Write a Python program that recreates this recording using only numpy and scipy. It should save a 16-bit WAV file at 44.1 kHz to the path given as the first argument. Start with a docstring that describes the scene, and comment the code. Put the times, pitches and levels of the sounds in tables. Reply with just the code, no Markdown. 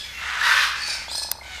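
"""In an echoing aviary, birds, probably parrots, call: a hoarse growl swells into a loud squawk and two
shrill screeches follow, the first level, the second rising, with softer calls before and after.
The calls are harmonics and noise shaped by the throat's resonances. Close by, a displaying peacock
shivers its train in a run of soft pats, and something gives one sharp tick.
A low hum and faint hiss lie underneath."""
import sys
import numpy as np
from scipy import signal
from scipy.fft import rfft, irfft, next_fast_len
from scipy.io import wavfile
from scipy.ndimage import uniform_filter1d

SR = 44100
rng = np.random.default_rng(int(sys.argv[2]) if len(sys.argv) > 2 else 0)


def transcribe(u):
    """Save the signal u as a 16-bit wav file named by the first command-line argument.

    u: samples, shape (n,) or (channels, n), limited to [-1, 1]; the rate is SR.
    q: integer samples, one column per channel.
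    """
    v = np.clip(np.atleast_2d(u).T, -1, 1)
    q = np.round(v * 32767).astype(np.int16)
    wavfile.write(sys.argv[1], SR, q)


N = 70560
LEAD = SR // 5  # samples before t = 0, so that the echo has already built up
TIME = np.arange(-LEAD, N) / SR


# Contour of the squawk: t/s, f/Hz, level/dB (levels in all tables are relative)
SQUAWK = [(.412, 850.4, -30), (.435, 944.7, -17), (.465, 984.9, -16), (.495, 892.8, -15),
          (.525, 905.8, -16.5), (.55, 837.7, -18), (.6, 820, -20), (.65, 820.4, -22.5), (.7, 809, -31)]
# Throat response: f/Hz, level/dB
SQUAWK_THROAT = [(150, -51), (250, -38.5), (407, -38), (543, -19), (710, -31), (1050, -7), (1540, -0.5),
                 (1680, -6), (2160, -6.5), (2690, -9.5), (2920, -8.5), (3700, -8.5), (4850, -13.5),
                 (5540, -15), (7510, -26), (10200, -26.5), (14000, -33)]
# Treble gain as the beak opens: t/s, level/dB
BEAK_TREBLE = [(.41, -4), (.47, -2.5), (.53, -2.5), (.58, 0.5), (.7, 2)]

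def squawk(crossover_hz=2460):
    """Time-varying filtering: the loudest call brightens as the beak opens."""
    voice = call(SQUAWK, SQUAWK_THROAT, "squawk")
    body = signal.sosfiltfilt(signal.butter(2, crossover_hz, fs=SR, output="sos"), voice)
    treble = voice - body
    return body + treble * from_db(np.interp(TIME, *np.transpose(BEAK_TREBLE)))


# Contour of the growl: t/s, f/Hz, level/dB
GROWL = [(.185, 640, -36.5), (.225, 680, -28), (.275, 700, -25.5), (.35, 720, -26), (.415, 760, -23)]
# Throat response: f/Hz, level/dB
GROWL_THROAT = [(180, -68), (300, -26.5), (336, -43), (434, -27.5), (589, -34), (649, -20), (1320, -4),
                (1820, -3.5), (2470, -10), (3930, -13.5), (4260, -17.5), (6470, -23), (14000, -43)]

def growl():
    """Aperiodic excitation: a voice that is nearly all noise sounds hoarse."""
    return call(GROWL, GROWL_THROAT, "growl")


# Noise share of each voice's power (0-1)
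RASP = dict(opening=.5, soft=.6, growl=0.95, squawk=0.76, low=.5, closing=0.46)
# Pitch jitter of each voice, as a fraction of the fundamental
JITTER = dict(opening=0.014, soft=0.014, growl=0.061, squawk=0.0304, first=.012, second=0.0116, low=0.0305, closing=0.019)

def call(contour, throat, name):
    """Source-filter principle: the throat colours harmonics and noise pulsed once per cycle."""
    hz, phase, envelope = modulation(contour, JITTER[name], throb_db=1.2)
    tone = sum(from_db(at_hz(throat, k * hz)) * np.sin(k * phase + rng.uniform(0, 2 * np.pi))
               for k in range(1, 19))
    tone /= np.sqrt(uniform_filter1d(tone ** 2, size=600) + 1e-12)  # hold at unit power
    rasp = unit_rms(coloured(noise() * (1 + np.cos(phase)), throat))
    return envelope * (np.sqrt(1 - RASP[name]) * tone + np.sqrt(RASP[name]) * rasp)


def modulation(contour, jitter, throb_db, edge_s=0.008):
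    """Frequency and amplitude modulation: a voice jitters and throbs about its contour."""
    times, pitches, levels = np.transpose(contour)
    hz = np.interp(TIME, times, pitches)
    phase = 2 * np.pi * np.cumsum(hz * (1 + jitter * drift(350))) / SR
    gate = np.clip(np.minimum(TIME - times[0], times[-1] - TIME) / edge_s + 1, 0, 1)
    envelope = gate * from_db(np.interp(TIME, times, levels) + throb_db * drift(70))
    return hz, phase, envelope


# Contours of the screeches: t/s, f/Hz, level/dB
FIRST_SCREECH = [(.808, 762.4, -39), (.838, 747, -33), (.872, 776, -26.5), (.91, 769, -30), (.96, 753, -31),
                 (.985, 743, -44)]
SECOND_SCREECH = [(1.086, 669.3, -36), (1.1, 697, -33), (1.108, 752.6, -31), (1.122, 824, -29),
                  (1.15, 844, -28), (1.185, 855, -23), (1.215, 855.4, -35), (1.236, 856, -20),
                  (1.248, 850, -33)]
# Their line spectra: harmonic number, level/dB
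FIRST_OVERTONES = [(2, -20), (4, -30), (5, -7), (6, -0.5), (7, -4), (8, -10.5), (10, -19), (12, -14),
                   (15, -37), (18, -26)]
SECOND_OVERTONES = [(2, -19.5), (3, -21), (4, -20), (5, 0.5), (6, -1), (7, -15), (8, -19), (9, -18.5),
                    (10, -6.5), (11, -16.5), (12, -20.5), (14, -32), (15, -22.5), (17, -31)]

def screeches():
    """Missing fundamental: two shrill calls carry most of their power near the sixth harmonic."""
    return (screech(FIRST_SCREECH, FIRST_OVERTONES, JITTER["first"])
            + screech(SECOND_SCREECH, SECOND_OVERTONES, JITTER["second"]))


def screech(contour, overtones, jitter, rasp=0.22, wobble=0.01098, flicker_db=4.5):
    """Spectral broadening: random modulation frays each overtone into a narrow band of rasp."""
    hz, phase, envelope = modulation(contour, jitter, throb_db=2.4)
    phase += 2 * np.pi * np.cumsum(hz * wobble * drift(113.8)) / SR
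    voice = 0
    for k in range(2, 19):
        fray = np.sqrt(1 - rasp) + np.sqrt(rasp / 2) * (drift(325) + 1j * drift(325))
        gain = from_db(np.interp(k, *np.transpose(overtones)) + flicker_db * drift(70))
        carrier = np.exp(1j * (k * phase + rng.uniform(0, 2 * np.pi)))
        voice += gain * np.real(fray * carrier)
    return envelope * unit_rms(voice)


# Clear notes within the calls, one contour each: t/s, f/Hz, level/dB
WHISTLES = [
    [(0, 3360, -36.5), (.02, 3410, -37.5), (.05, 3390, -36), (.07, 3500, -61)],
    [(.14, 2730, -44), (.19, 2710, -33.5), (.22, 2656, -42)],
    [(.414, 1680, -19.5), (.433, 1886, -19), (.448, 1891, -29), (.465, 2058, -25), (.48, 1890, -21.5),
     (.495, 1783, -20.5), (.52, 1795, -17.5), (.54, 1776, -21), (.555, 1570, -26)],
    [(.812, 4640, -33), (.84, 4460, -28.5), (.875, 4633, -39), (.915, 4585, -30)],
    [(1.087, 3262, -39), (1.098, 3476, -33), (1.108, 3850, -47), (1.13, 3960, -47)],
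    [(1.4135, 2130, -31.5), (1.424, 2090, -44.5), (1.436, 2140, -46)],
]

def whistles():
    """Nearly simple harmonic motion: each note is one gliding sinusoid."""
    notes = 0
    for contour in WHISTLES:
        _, phase, envelope = modulation(contour, jitter=0.012, throb_db=2.2, edge_s=0.0028)
        notes += np.sqrt(2) * envelope * np.sin(phase)
    return notes


# Contours of the softer calls: t/s, f/Hz, level/dB
OPENING_CALL = [(-.12, 854, -26.5), (0, 845, -33.5), (.035, 844, -45.5), (.06, 843, -40)]
SOFT_CALL = [(.04, 785.4, -37.5), (.1, 727, -38.5), (.15, 691.4, -36), (.19, 677, -35), (.23, 705, -63)]
FALLING_CALL = [(.76, 884.3, -30.5), (.86, 830, -32.5), (.93, 790.5, -28.5), (.98, 760, -38),
                (1.04, 667.5, -35.5), (1.06, 624, -42)]
CLOSING_CALL = [(1.432, 762.3, -42), (1.45, 769, -41.5), (1.5, 753.7, -37.5), (1.55, 731.4, -34),
                (1.6, 694, -36.5)]
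# Their throat responses: f/Hz, level/dB
OPENING_THROAT = [(800, -25), (1650, -9), (2400, -9.5), (3370, 1.5), (4250, -4), (5100, -1), (6200, -14),
                  (7700, -11), (10000, -16), (14000, -28)]
SOFT_THROAT = [(700, -36), (1400, -10.5), (2150, 2.5), (2750, -5.5), (3500, -10), (4800, -13), (6700, -12),
               (8000, -28), (14000, -22)]
FALLING_THROAT = [(500, -20.5), (850, -16), (1200, -8.5), (1700, -6), (2400, -1), (3300, -12.5),
                  (5000, -6.5), (14000, -35)]
CLOSING_THROAT = [(400, -41), (750, -13.5), (1050, -15), (1500, -7), (2200, -3.5), (2900, -8.5), (3700, -6),
                  (5200, -16), (6800, -15.5), (9000, -26.5), (14000, -37)]

def softer_calls():
    """Formants: different throat resonances give four half-noisy calls their own timbres."""
    return (call(OPENING_CALL, OPENING_THROAT, "opening")
            + call(SOFT_CALL, SOFT_THROAT, "soft")
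            + call(FALLING_CALL, FALLING_THROAT, "low")
            + call(CLOSING_CALL, CLOSING_THROAT, "closing"))


def birds():
    """Direct-to-reverberant ratio: the screeching bird is nearer, so more of its sound is direct."""
    far = squawk() + growl() + whistles() + softer_calls()
    near = screeches()
    direct = from_db(-3.5) * far + from_db(-2.5) * near
    return direct + aviary(from_db(-3.5) * far + from_db(-4) * near)


# Pats of the peacock's train: t/s, level/dB
PATS = [(.883, -30.5), (.914, -34.5), (.949, -36), (.981, -34.5), (1.019, -35.5), (1.081, -29.5),
        (1.114, -30), (1.149, -29), (1.181, -31), (1.216, -30), (1.247, -30.5), (1.287, -31.5),
        (1.323, -32.5), (1.352, -34), (1.385, -35), (1.418, -33), (1.452, -35.5), (1.48, -37), (1.581, -38)]

def train_shiver(start_hz=560, rise_hz_per_s=111000, peak_s=0.0018, bounce_s=0.00331):
    """Transients with reflection: each pat is a few rising cycles, repeated off the ground."""
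    pats = 0
    for onset, db in PATS:
        t = np.maximum(TIME - onset, 0)
        swell = (t / peak_s * np.exp(1 - t / peak_s)) ** 2
        hz = start_hz * (1 + 0.05 * rng.standard_normal())
        cycles = hz * t + rise_hz_per_s * t ** 2 / 2 + rng.random()
        pats += from_db(db + 0.5) * swell * np.sin(2 * np.pi * cycles)
    ground_bounce = np.interp(TIME - bounce_s, TIME, pats)
    return pats + from_db(-7) * ground_bounce + from_db(-8.5) * aviary(pats)


# Snaps within the tick: t/s, level/dB
TICK_SNAPS = [(1.3151, 5.5), (1.3155, -4), (1.3166, 6.5)]
# Their spectrum: f/Hz, level/dB
TICK_COLOUR = [(100, -16), (1000, -9), (3000, -12), (5500, -1.5), (8000, -7), (11000, 0), (12500, -12),
               (13500, 1), (14300, 1)]

def tick(decay_s=0.0012):
    """Temporal fusion: three impulses within 1.5 ms, each with a noisy tail, make one bright tick."""
    snaps = np.zeros(len(TIME))
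    for onset, db in TICK_SNAPS:
        decay = (TIME >= onset) * np.exp(-np.abs(TIME - onset) / decay_s)
        snaps += from_db(db - 13) * noise() * decay
        snaps[LEAD + int(onset * SR)] += from_db(db)
    return coloured(snaps, TICK_COLOUR)


# Reverberation time of the aviary: f/Hz, T60/s
AVIARY_T60 = [(500, 0.62), (1500, 0.77), (4500, 0.59), (9000, 0.37), (14000, 0.32)]

def aviary(sound, delay_s=0.0092):
    """Reverberation: a diffuse field decays exponentially, fastest in the treble."""
    t = np.arange(SR) / SR
    edges_hz = np.geomspace(150, 16000, 10)
    tail = 0
    for low, high in zip(edges_hz, edges_hz[1:]):
        bandpass = signal.butter(2, [low, high], "band", fs=SR, output="sos")
        t60 = at_hz(AVIARY_T60, np.sqrt(low * high))
        tail += signal.sosfilt(bandpass, rng.standard_normal(SR)) * from_db(-60 * t / t60)
    tail *= t > delay_s
    return signal.fftconvolve(sound, tail / np.sqrt(2 * np.sum(tail ** 2)))[:len(sound)]


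# Spectral density of the outdoor hiss: f/Hz, level/dB
HISS_SPECTRUM = [(20, -2), (42, -11.5), (100, -4.5), (160, -8.5), (280, -14.5), (600, -12), (1500, -11.5),
                 (4000, -30.5), (8000, -24), (14000, -28.5)]

def background(hum_hz=65.5, hum_db=-51, hiss_db=-49):
    """Noise floor: faint broadband hiss and a low hum that wavers in phase and level."""
    hum = np.sqrt(2) * np.sin(2 * np.pi * hum_hz * TIME + 0.3 * drift(17))
    hiss = unit_rms(coloured(noise(), HISS_SPECTRUM))
    return from_db(hiss_db) * hiss + from_db(hum_db + 3 * drift(12.3)) * hum


def from_db(db):
    """Amplitude ratio of a level in decibels."""
    return 10 ** (np.asarray(db) / 20)


def unit_rms(x):
    """Normalisation to unit power."""
    return x / np.sqrt(np.mean(x ** 2) + 1e-20)


def at_hz(table, hz):
    """Interpolation on a logarithmic frequency axis."""
    freqs, values = np.transpose(table)
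    return np.interp(np.log(np.maximum(hz, 1)), np.log(freqs), values)


def coloured(x, spectrum):
    """Linear filtering by multiplication of spectra."""
    size = next_fast_len(len(x) + LEAD)
    gain = from_db(at_hz(spectrum, np.fft.rfftfreq(size, 1 / SR)))
    return irfft(rfft(x, size) * gain, size)[:len(x)]


def noise():
    """White noise: equal power per hertz."""
    return rng.standard_normal(len(TIME))


def drift(bandwidth_hz):
    """Random fluctuation: low-passed noise of unit power."""
    return unit_rms(signal.sosfilt(signal.butter(2, bandwidth_hz, fs=SR, output="sos"), noise()))


def scene():
    """Superposition: all sources add at one point, alike in both channels."""
    mono = (birds() + train_shiver() + tick() + background())[LEAD:]
    return np.array([mono, mono])


def record(dry, cutoff_hz=14250):
    """Band limiting: a steep low-pass filter removes the highest treble."""
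    lowpass = signal.firwin(301, cutoff_hz, window="blackman", fs=SR)
    return signal.fftconvolve(dry, lowpass[None], mode="same", axes=1)


dry = scene()
out = record(dry)
transcribe(out)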